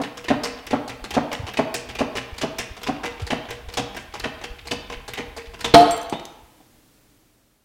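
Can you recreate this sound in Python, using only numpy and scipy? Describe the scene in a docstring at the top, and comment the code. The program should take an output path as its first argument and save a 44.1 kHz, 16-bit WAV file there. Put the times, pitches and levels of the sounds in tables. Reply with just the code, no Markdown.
"""A hand-pumped press in a hard-walled workshop, heard by a near microphone. The lever thuds into the steel frame at
each stroke's end, over a low floor rumble; its loose linkage clacks, made of banded noise bursts and mode resonators.
Then the shaft breaks free with a crack that overloads the microphone: the bed plates ring, one mode gliding upward,
the freed bearing and falling shaft clink, the shaft lands under the bed. Decaying noise makes the room's reply
throughout; the end fades."""
import sys
import numpy as np
from scipy import signal
from scipy.fft import rfft, irfft
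from scipy.io import wavfile
from scipy.ndimage import uniform_filter1d

SR = 44100
rng = np.random.default_rng(int(sys.argv[2]) if len(sys.argv) > 2 else 0)


def store_pcm(level_fs):
    """Save levels as 16-bit WAV."""
    pcm = np.round(np.clip(level_fs, -1, 1) * 32767).astype(np.int16)
    wavfile.write(sys.argv[1], SR, np.atleast_2d(pcm).T)


N = 337183  # length in samples
CRACK_S = 5.7385  # the shaft lets go


def undb(db):
    """Decibels to an amplitude factor."""
    return 10 ** (np.asarray(db) / 20)


def level(x, db):
    """Scale x to an RMS level in dB."""
    return x * undb(db) / np.sqrt(np.mean(x ** 2))


def band(x, lo_hz, hi_hz):
    """Keep the band between two frequencies."""
    return signal.sosfilt(signal.butter(2, [lo_hz, min(hi_hz, .45 * SR)], "band", fs=SR, output="sos"), x)


def colour(x, points):
    """Shape the spectrum of x by (Hz, dB) points, joined on a log frequency scale."""
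    hz, db = np.transpose(points)
    f = np.maximum(np.arange(len(x) // 2 + 1) * SR / len(x), 1)
    gain = undb(np.interp(np.log(f), np.log(hz), db))
    return irfft(rfft(x) * gain, len(x))


def ring(x, modes):
    """Sum of decaying two-pole resonators driven by x."""
    out = np.zeros(len(x))
    for hz, db, t60 in modes:
        decay = np.log(1000) / (max(t60, .01) * SR)
        pole = np.exp(2j * np.pi * hz / SR - decay)
        out += undb(db) * signal.lfilter([0, pole.imag], [1, -2 * pole.real, abs(pole) ** 2], x)
    return out


def struck(x, modes, detune, spread_db):
    """One blow on loose parts: they sit differently each time, so pitch and strength of every mode scatter."""
    chance = rng.standard_normal((len(modes), 2))
    scattered = [(hz * (1 + detune * a), db + spread_db * b, t60)
                 for (hz, db, t60), (a, b) in zip(modes, chance)]
    return ring(x, scattered)


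def burst(ms, rise_ms, grain_db=3):
    """Rattling contact: grainy noise that rises fast and dies with time constant ms."""
    t_ms = np.arange(8192) / SR * 1000
    shape = (1 - np.exp(-t_ms / rise_ms)) * np.exp(-t_ms / max(ms, .3))
    grain = undb(grain_db * np.repeat(rng.standard_normal(128), 64))
    x = shape * grain * rng.standard_normal(len(t_ms))
    return x * np.sqrt(np.sum(shape ** 2) / np.sum(x ** 2))


def push(ms):
    """A smooth contact force of unit impulse, ms long."""
    t_ms = np.arange(512) / SR * 1000
    force = np.sin(np.pi * np.clip(t_ms / ms, 0, 1)) ** 2
    return force / force.sum()


def add(track, s, x):
    """Lay x into the track from s seconds on."""
    i = int(s * SR)
    track[i:i + len(x)] += x[:N - i]


# The lever landing on the frame at each stroke's end. Each row: start in seconds, relative level in dB.
LANDINGS = [(0.0, -17), (0.304, -6.5), (0.731, -8.5), (1.167, -7.5), (1.589, -9.5), (2.007, -10.5),
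            (2.434, -14), (2.886, -13.5), (3.322, -14.5), (3.787, -18), (4.252, -20.5), (4.721, -22.5),
            (5.192, -24)]
# Modes of the steel frame. Each row: frequency in Hz, relative level in dB, 60 dB decay time in seconds.
FRAME_MODES = [(158, -3, 0.12), (272, -11, .07), (293, -2, 0.11), (430, -0.5, 0.04), (633, 10.5, 0.017),
               (720, -4, 0.03), (962, -16.5, 0.045)]
CHATTER_MS, CHATTER_SCATTER_MS, CHATTER_DB = 4.1, 0.47, -2.5


def lever_landings():
    """The landing lever chatters four times on its stop, driving the frame's modes, with a dull thud of noise."""
    thud, into_frame = np.zeros((2, N))
    for s, db in LANDINGS:
        for k, jitter in enumerate(rng.uniform(-1.1, 1, size=4)):
            late_ms = max(k * CHATTER_MS + jitter * CHATTER_SCATTER_MS, 0)
            add(into_frame, s + late_ms / 1000, undb(db + CHATTER_DB) * push(0.88))
        add(thud, s, undb(db + 5.5) * band(burst(19, 2.7), 290, 1100))
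    return thud + undb(-8.0) * band(ring(into_frame, FRAME_MODES), 100, 2700)


# How long the hard walls hold the sound. Each row: frequency in Hz, 60 dB decay time in seconds.
ROOM_DECAY = [(60, 0.45), (300, 0.66), (1000, 0.99), (3000, 0.91), (7000, 0.39), (10000, 0.17),
              (14000, 0.1)]


def room(x):
    """Dense reflections: noise in half-octave bands, each dying at its own rate."""
    t = np.arange(SR) / SR
    hz, t60 = np.transpose(ROOM_DECAY)
    tail = np.zeros(SR)
    for f in 45 * 2 ** np.arange(0, 9, .5):
        band_t60 = np.interp(np.log(f), np.log(hz), t60)
        tail += band(rng.standard_normal(SR), f / 2 ** .25, f * 2 ** .25) * undb(-60 * t / band_t60)
    tail *= 1 - np.exp(-t / 0.0044)  # reflections build up over the first milliseconds
    return signal.fftconvolve(x, tail / np.sqrt(np.sum(tail ** 2)))[:N]


# The press rocking on the floor while pumped. 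Each row: time in seconds, relative level in dB.
RUMBLE_LEVEL = [(0.0, -60), (1.08, -51), (6.012, -49.5), (6.5, -65.5)]
# Dull bumps through the floor. Each row: start in seconds, level in dB, starting pitch in Hz, length in cycles.
FLOOR_BUMPS = [(1.012, -31, 46, 1.6), (1.392, -22, 135, 2.6), (1.428, -24.5, 135, 3.3),
               (2.32, -26, 63, 1.35), (3.214, -21, 150, 4.5), (3.67, -27, 54, 1.4), (4.496, -29, 48, 1.7),
               (4.955, -30, 41.6, 1.6), (5.468, -30.5, 66, 2)]
BUMP_SAG = 0.23  # sets how fast the pitch falls with each cycle


def floor_borne():
    """Short low sine bumps that sag in pitch, over an uneven rumble of low noise."""
    s, db = np.transpose(RUMBLE_LEVEL)
    steps = np.repeat(rng.standard_normal(N // 2048 + 1), 2048)[:N]
    sway_db = 4 * uniform_filter1d(steps, 2048)
    gain = undb(np.interp(np.arange(N) / SR, s, db, right=-90) + sway_db)
    out = gain * level(band(rng.standard_normal(N), 35, 78), 1.5)
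    for s, db, hz, cycles in FLOOR_BUMPS:
        turn = np.log1p(BUMP_SAG * hz * np.arange(8192) / SR) / BUMP_SAG  # cycles gone by
        shape = np.sin(np.pi * np.clip(turn / cycles, 0, 1)) ** 2
        add(out, s, undb(db) * np.sin(2 * np.pi * turn) * shape)
    return out


# Spectrum of the quiet workshop. Each row: frequency in Hz, relative gain in dB.
QUIET_COLOUR = [(15, -25.5), (25, 1.5), (50, -1), (74, -7.5), (137, 0.5), (165, -8), (316, 0), (342, -8.5),
                (486, -10), (1090, -16.5), (15800, -23.5)]


def quiet_background():
    """Steady faint noise under everything, shaped by its spectrum."""
    return level(colour(rng.standard_normal(N), QUIET_COLOUR), -55)


# Modes of the loose linkage. Each row: nominal frequency in Hz, relative level in dB, 60 dB decay in seconds.
LINKAGE_MODES = [(2070, -3, .05), (2930, 0, .08), (3700, -3, .06), (4640, 0, .035), (6100, -8, .05),
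                 (9150, -12, .09)]
# Modes of the stand. Each row: nominal frequency in Hz, relative level in dB, 60 dB decay in seconds.
STAND_MODES = [(124, -14.5, 0.36), (202.2, -13.5, 0.36), (267, -11, 0.11), (478.3, -7, 0.22),
               (815, -11, 0.072), (1010, -15.5, 0.071)]
RATTLE_RISE_MS = 2.5


def contacts(events, stand_db, treble_db, top_db, crackle_db, rattle_ms):
    """Each clack is a rattling noise burst around its resonance that rings the linkage and nudges the stand."""
    out = np.zeros(N)
    for s, db, hz, bright_db in events:
        s -= RATTLE_RISE_MS / 1000  # the rattle starts before its peak
        hit = undb(db) * burst(rattle_ms, RATTLE_RISE_MS)
        body = undb(-2) * band(hit, .55 * hz, 1.9 * hz) + undb(1.5) * band(hit, .86 * hz, 1.16 * hz)
        add(out, s, body)
        add(out, s, undb(treble_db + bright_db) * band(hit, 4300, 5600))
        top = band(burst(0.22 * rattle_ms, 1.0), 9500, 16000)
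        add(out, s + .001, undb(top_db + bright_db + db) * top)
        crackle = band(burst(32, 1.6), 4500, 8500)  # loose pins crackle on
        add(out, s, undb(crackle_db + bright_db + db) * crackle)
        jangle = band(burst(19, 3.5, 6.9), 1400, 3000)  # the joints jangle after the hit
        add(out, s, undb(db + 1.5) * jangle)
        add(out, s, undb(-45) * struck(hit, LINKAGE_MODES, detune=.015, spread_db=2.5))
        nudge = undb(stand_db) * np.pad(hit, (0, 4096))  # leaves time for the stand to ring
        stand = struck(nudge, STAND_MODES, detune=.011, spread_db=2.5)
        add(out, s, undb(11.0) * band(nudge, 200, 1100) + undb(-27.5) * stand)
    return out


# The rising lever brushes its upper stop.
# Each row: peak time in seconds, relative level in dB, contact resonance in Hz, brightness in dB.
BRUSHES = [(0.0169, -28, 4240, -1), (0.4364, -22, 4160, 22.5), (0.8784, -29.5, 4370, -5),
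           (1.3164, -22.5, 2050, -5), (1.7574, -36, 2030, 0), (2.154, -22, 1580, 13),
           (3.036, -19.5, 1370, 8), (3.489, -26.5, 1440, 1), (3.9469, -32, 1630, 14),
           (4.4148, -30.5, 2080, -0.5), (4.8998, -27, 2090, 5), (5.3669, -29.5, 4500, -1)]
# It bangs against that stop. Each row: peak time in seconds, relative level in dB, resonance in Hz, brightness in dB.
STOPS = [(0.0383, -19.5, 1670, -18), (0.4544, -19, 1930, 4), (0.8962, -23, 2040, 0),
         (1.3294, -17.5, 2030, 5), (1.7431, -16.5, 1550, 15), (2.1707, -16.5, 2670, 1.5),
         (2.5865, -13, 2250, 7.5), (3.0568, -17.5, 2250, -1), (3.5062, -20.5, 2140, 4.5),
         (3.9669, -20, 1490, 4), (4.4395, -21.5, 3020, -8), (4.9244, -23, 2170, -9),
         (5.3792, -24.5, 1570, -3)]
# Slack in the pins is taken up as the lever starts down.
# Each row: peak time in seconds, relative level in dB, resonance in Hz, brightness in dB.
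SLACKS = [(0.1737, -26.5, 3400, 16), (0.5885, -34, 2440, -4), (1.042, -24.5, 4070, -13),
          (1.4691, -23.5, 2670, -10), (1.4844, -24, 2760, -6), (1.8906, -24.5, 3220, -4),
          (2.3411, -36, 2970, 2), (2.3654, -40, 2980, 4), (2.768, -30.5, 3220, 1), (2.816, -34, 3650, 0),
          (3.1984, -28.5, 2880, -5), (3.2186, -34.5, 4450, -3), (3.6878, -29.5, 2870, 1),
          (3.7237, -36, 3360, 8), (4.1397, -24.5, 2970, 10), (4.1544, -27, 2600, -3),
          (4.6555, -36, 3180, 1), (5.0808, -24, 3960, 2), (5.5385, -30.5, 2900, -1),
          (5.5922, -32.5, 2940, 10)]
# The link catches. Each row: peak time in seconds, relative level in dB, resonance in Hz, brightness in dB.
CATCHES = [(0.2435, -24.5, 2570, 1), (0.6679, -25.5, 3320, 8), (1.1081, -19.5, 2950, 4),
           (1.538, -23, 1900, 3), (1.9531, -22.5, 2500, 1), (2.3823, -24, 4340, 2), (2.8337, -22, 3170, 7),
           (3.268, -25.5, 4330, -11), (3.7382, -25.5, 4240, 5), (4.1987, -24, 4160, 4),
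           (4.6722, -25.5, 4400, -5), (5.1366, -21, 2220, 7), (5.6083, -24.5, 4400, 4)]
# Clacks around the lever's downstroke, most of them just before a thud.
# Each row: peak time in seconds, relative level in dB, resonance in Hz, brightness in dB.
DOWNSTROKES = [(0.2843, -14, 1930, 2), (0.708, -19.5, 2240, -3), (1.1408, -18.5, 2980, -6),
               (1.573, -15.5, 2330, 2), (1.9888, -17.5, 2600, 2), (2.4144, -16.5, 2980, 1),
               (2.8679, -18, 2400, -10), (3.3056, -13, 1880, 3), (3.7721, -14.5, 3370, 11),
               (4.2397, -16.5, 1640, -5), (4.2754, -38, 2850, -1), (4.7112, -16, 3080, 10),
               (5.1758, -18.5, 1860, 7), (5.6449, -14, 3350, -2), (5.677, -31, 2770, 6)]


def pump_linkage():
    """The five kinds of clack in the pumping, each with its own share of stand, treble, top and crackle."""
    brush = contacts(BRUSHES, stand_db=1, treble_db=-13, top_db=-36, crackle_db=-29, rattle_ms=15)
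    stop = contacts(STOPS, stand_db=-5.3, treble_db=-10, top_db=-13, crackle_db=-21, rattle_ms=11.4)
    slack = contacts(SLACKS, stand_db=-1, treble_db=-19, top_db=-27, crackle_db=-32, rattle_ms=11)
    catch = contacts(CATCHES, stand_db=-6.5, treble_db=-15.5, top_db=-10, crackle_db=-27.5, rattle_ms=10)
    down = contacts(DOWNSTROKES, stand_db=-4.5, treble_db=-23.5, top_db=-36.5, crackle_db=-34, rattle_ms=16.8)
    return brush + stop + slack + catch + down


def stray_ticks():
    """Loose pins tick at random moments before the crack, as short noise bursts."""
    out = np.zeros(N)
    for when, size in rng.random((40, 2)):
        add(out, when * CRACK_S, undb(-33 + 9 * size) * band(burst(4, 1), 1800, 3800))
    return out


# Spectrum of the crack. Each row: frequency in Hz, relative gain in dB.
CRACK_SPECTRUM = [(24, -27), (40, -16.5), (359, -2.5), (621, -0.5), (881, 0), (1700, -10), (2510, -12),
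                  (4130, -8.5), (5170, -16), (7340, -29.5), (15500, -43)]
# Modes of the bed plates. Each row: frequency in Hz, relative level in dB, 60 dB decay time in seconds.
PLATE_MODES = [(295, -6, 0.21), (448, -12, 0.24), (484, -19.5, .25), (785.5, -10.5, .2), (864, -9, 0.26),
               (1266.6, -14.5, 0.41), (3150, -23.5, 0.63), (3820, -25, 0.64)]


def release():
    """The shaft lets go: a broad noise crack, rattling parts, and a short push that sets the bed plates ringing."""
    crack, knock = np.zeros((2, N))
    hit = colour(burst(8, 5.3), CRACK_SPECTRUM)
    add(crack, CRACK_S, undb(7) * hit / np.abs(hit).max())  # peaks above full scale
    add(crack, CRACK_S, undb(-26.5) * band(burst(70, 8.4, 3.9), 5400, 11000))  # loose parts chatter
    add(crack, CRACK_S, undb(2.5) * band(burst(30, 6), 77, 420))  # the frame jolts on the floor
    add(knock, CRACK_S + .003, push(.25))
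    return crack + ring(knock, PLATE_MODES)


# The plates rocking on the bed. Each row: start in seconds, length in seconds, level in dB, starting pitch in Hz.
PLATE_ROCKS = [(5.749, 0.11, -0.5, 680), (5.869, 0.092, -16, 672), (5.959, 0.091, -26, 669),
               (6.042, 0.095, -29.5, 668)]
ROCK_ATTACK_S, ROCK_RELEASE_S, ROCK_DECAY_DB_S, ROCK_CLIMB_HZ_S = 0.015, 0.021, 87.5, 380


def plate_ring():
    """The strongest plate mode, a sine that swells and climbs on each rock and is damped as the plate settles."""
    out = np.zeros(N)
    for s, length, db, hz in PLATE_ROCKS:
        t = np.arange(int(length * SR)) / SR
        shape = np.clip(t / ROCK_ATTACK_S, 0, 1) * np.clip((length - t) / ROCK_RELEASE_S, 0, 1)
        tone = np.sin(2 * np.pi * t * (hz + .5 * ROCK_CLIMB_HZ_S * t))
        add(out, s, shape * undb(db - ROCK_DECAY_DB_S * t) * tone)
    return out


# Light metallic clinks of the freed bearing and the falling shaft.
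# Each row: start in seconds, relative level in dB, contact resonance in Hz, share of ringing in dB.
CLINKS = [(5.782, -30, 9800, -21), (5.908, -18.5, 5760, -21.5), (5.965, -33, 9700, -45),
          (5.976, -29, 9250, -38), (6.014, -28.5, 5960, -37), (6.029, -36, 8950, -29),
          (6.097, -25.5, 6000, -34), (6.122, -27, 3300, -31), (6.196, -24, 2890, -44),
          (6.253, -25.5, 6030, -52)]
# Modes that ring after each clink. Each row: frequency in Hz, relative level in dB, 60 dB decay time in seconds.
CLINK_MODES = [(4530, -9, 0.11), (7550, -10, 0.5), (8200, -4, 0.13), (10460, -16.5, 0.12),
               (13000, -19, .12), (13440, -9, .17)]


def bearing_and_shaft_clinks():
    """Light taps of noise around a contact resonance; the ringing of each stops at the next clink."""
    out = np.zeros(N)
    stops = [row[0] for row in CLINKS[1:]] + [CLINKS[-1][0] + .09]
    for (s, db, hz, ring_db), stop in zip(CLINKS, stops):
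        hit = undb(db) * burst(3.25, 0.76)
        still_ringing = np.arange(len(hit)) < (stop - s) * SR
        clink = band(hit, 0.34 * hz, 1.66 * hz) + undb(7.5) * band(hit, .96 * hz, 1.04 * hz)
        ringing = still_ringing * ring(band(hit, 0.23 * hz, 1.9 * hz), CLINK_MODES)
        add(out, s, clink + undb(ring_db) * ringing)
    return out


# The freed shaft landing under the bed. Each row: start in seconds, relative level in dB.
SHAFT_LANDINGS = [(6.122, 1), (6.6, -29.5)]
# Modes of the shaft. Each row: frequency in Hz, relative level in dB, 60 dB decay time in seconds.
SHAFT_MODES = [(3020, -6.5, 0.37), (3540, -0.5, .12), (3710, -7, 0.56)]


def shaft_drop():
    """Each landing is a low double-banded thump, with a fainter clatter that rings the shaft."""
    out = np.zeros(N)
    for s, db in SHAFT_LANDINGS:
        thump = band(burst(13.3, 3.0), 580, 880) + undb(-1.5) * band(burst(11, 3.4), 120, 480)
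        add(out, s, undb(db) * thump)
        clatter = band(burst(14.2, 3.2, 4.1), 1100, 3800)
        add(out, s, undb(db - 22) * (clatter + undb(-36.5) * ring(clatter, SHAFT_MODES)))
    return out


def scene():
    """The press and its freed parts, the room's answer, the floor and the quiet workshop, in two channels."""
    pumping = lever_landings() + pump_linkage() + stray_ticks()
    near = pumping + release() + bearing_and_shaft_clinks() + shaft_drop()
    ringing = plate_ring()
    # the strongest plate mode is heard mostly direct, with little room reply
    reflections = undb(-10) * room(near + undb(-14) * ringing)
    mid = near + ringing + reflections + floor_borne() + quiet_background()
    side = undb(-38) * mid  # the left is a touch softer
    return np.array([mid - side, mid + side])


FADE_S, FADE_END_DB, FADE_BEND = 6.24, -9, 2.34


def record(dry):
    """The microphone input clips at full scale, the top is cut, the end fades by 9 dB."""
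    progress = np.clip((np.arange(N) / SR - FADE_S) / (N / SR - FADE_S), 0, 1)
    fade = undb(FADE_END_DB * progress ** FADE_BEND)
    top_cut = signal.ellip(10, .2, 90, 15900, fs=SR, output="sos")  # low-pass edge in Hz
    return fade * signal.sosfilt(top_cut, np.clip(dry, -1, 1))


dry = scene()
out = record(dry)
store_pcm(out)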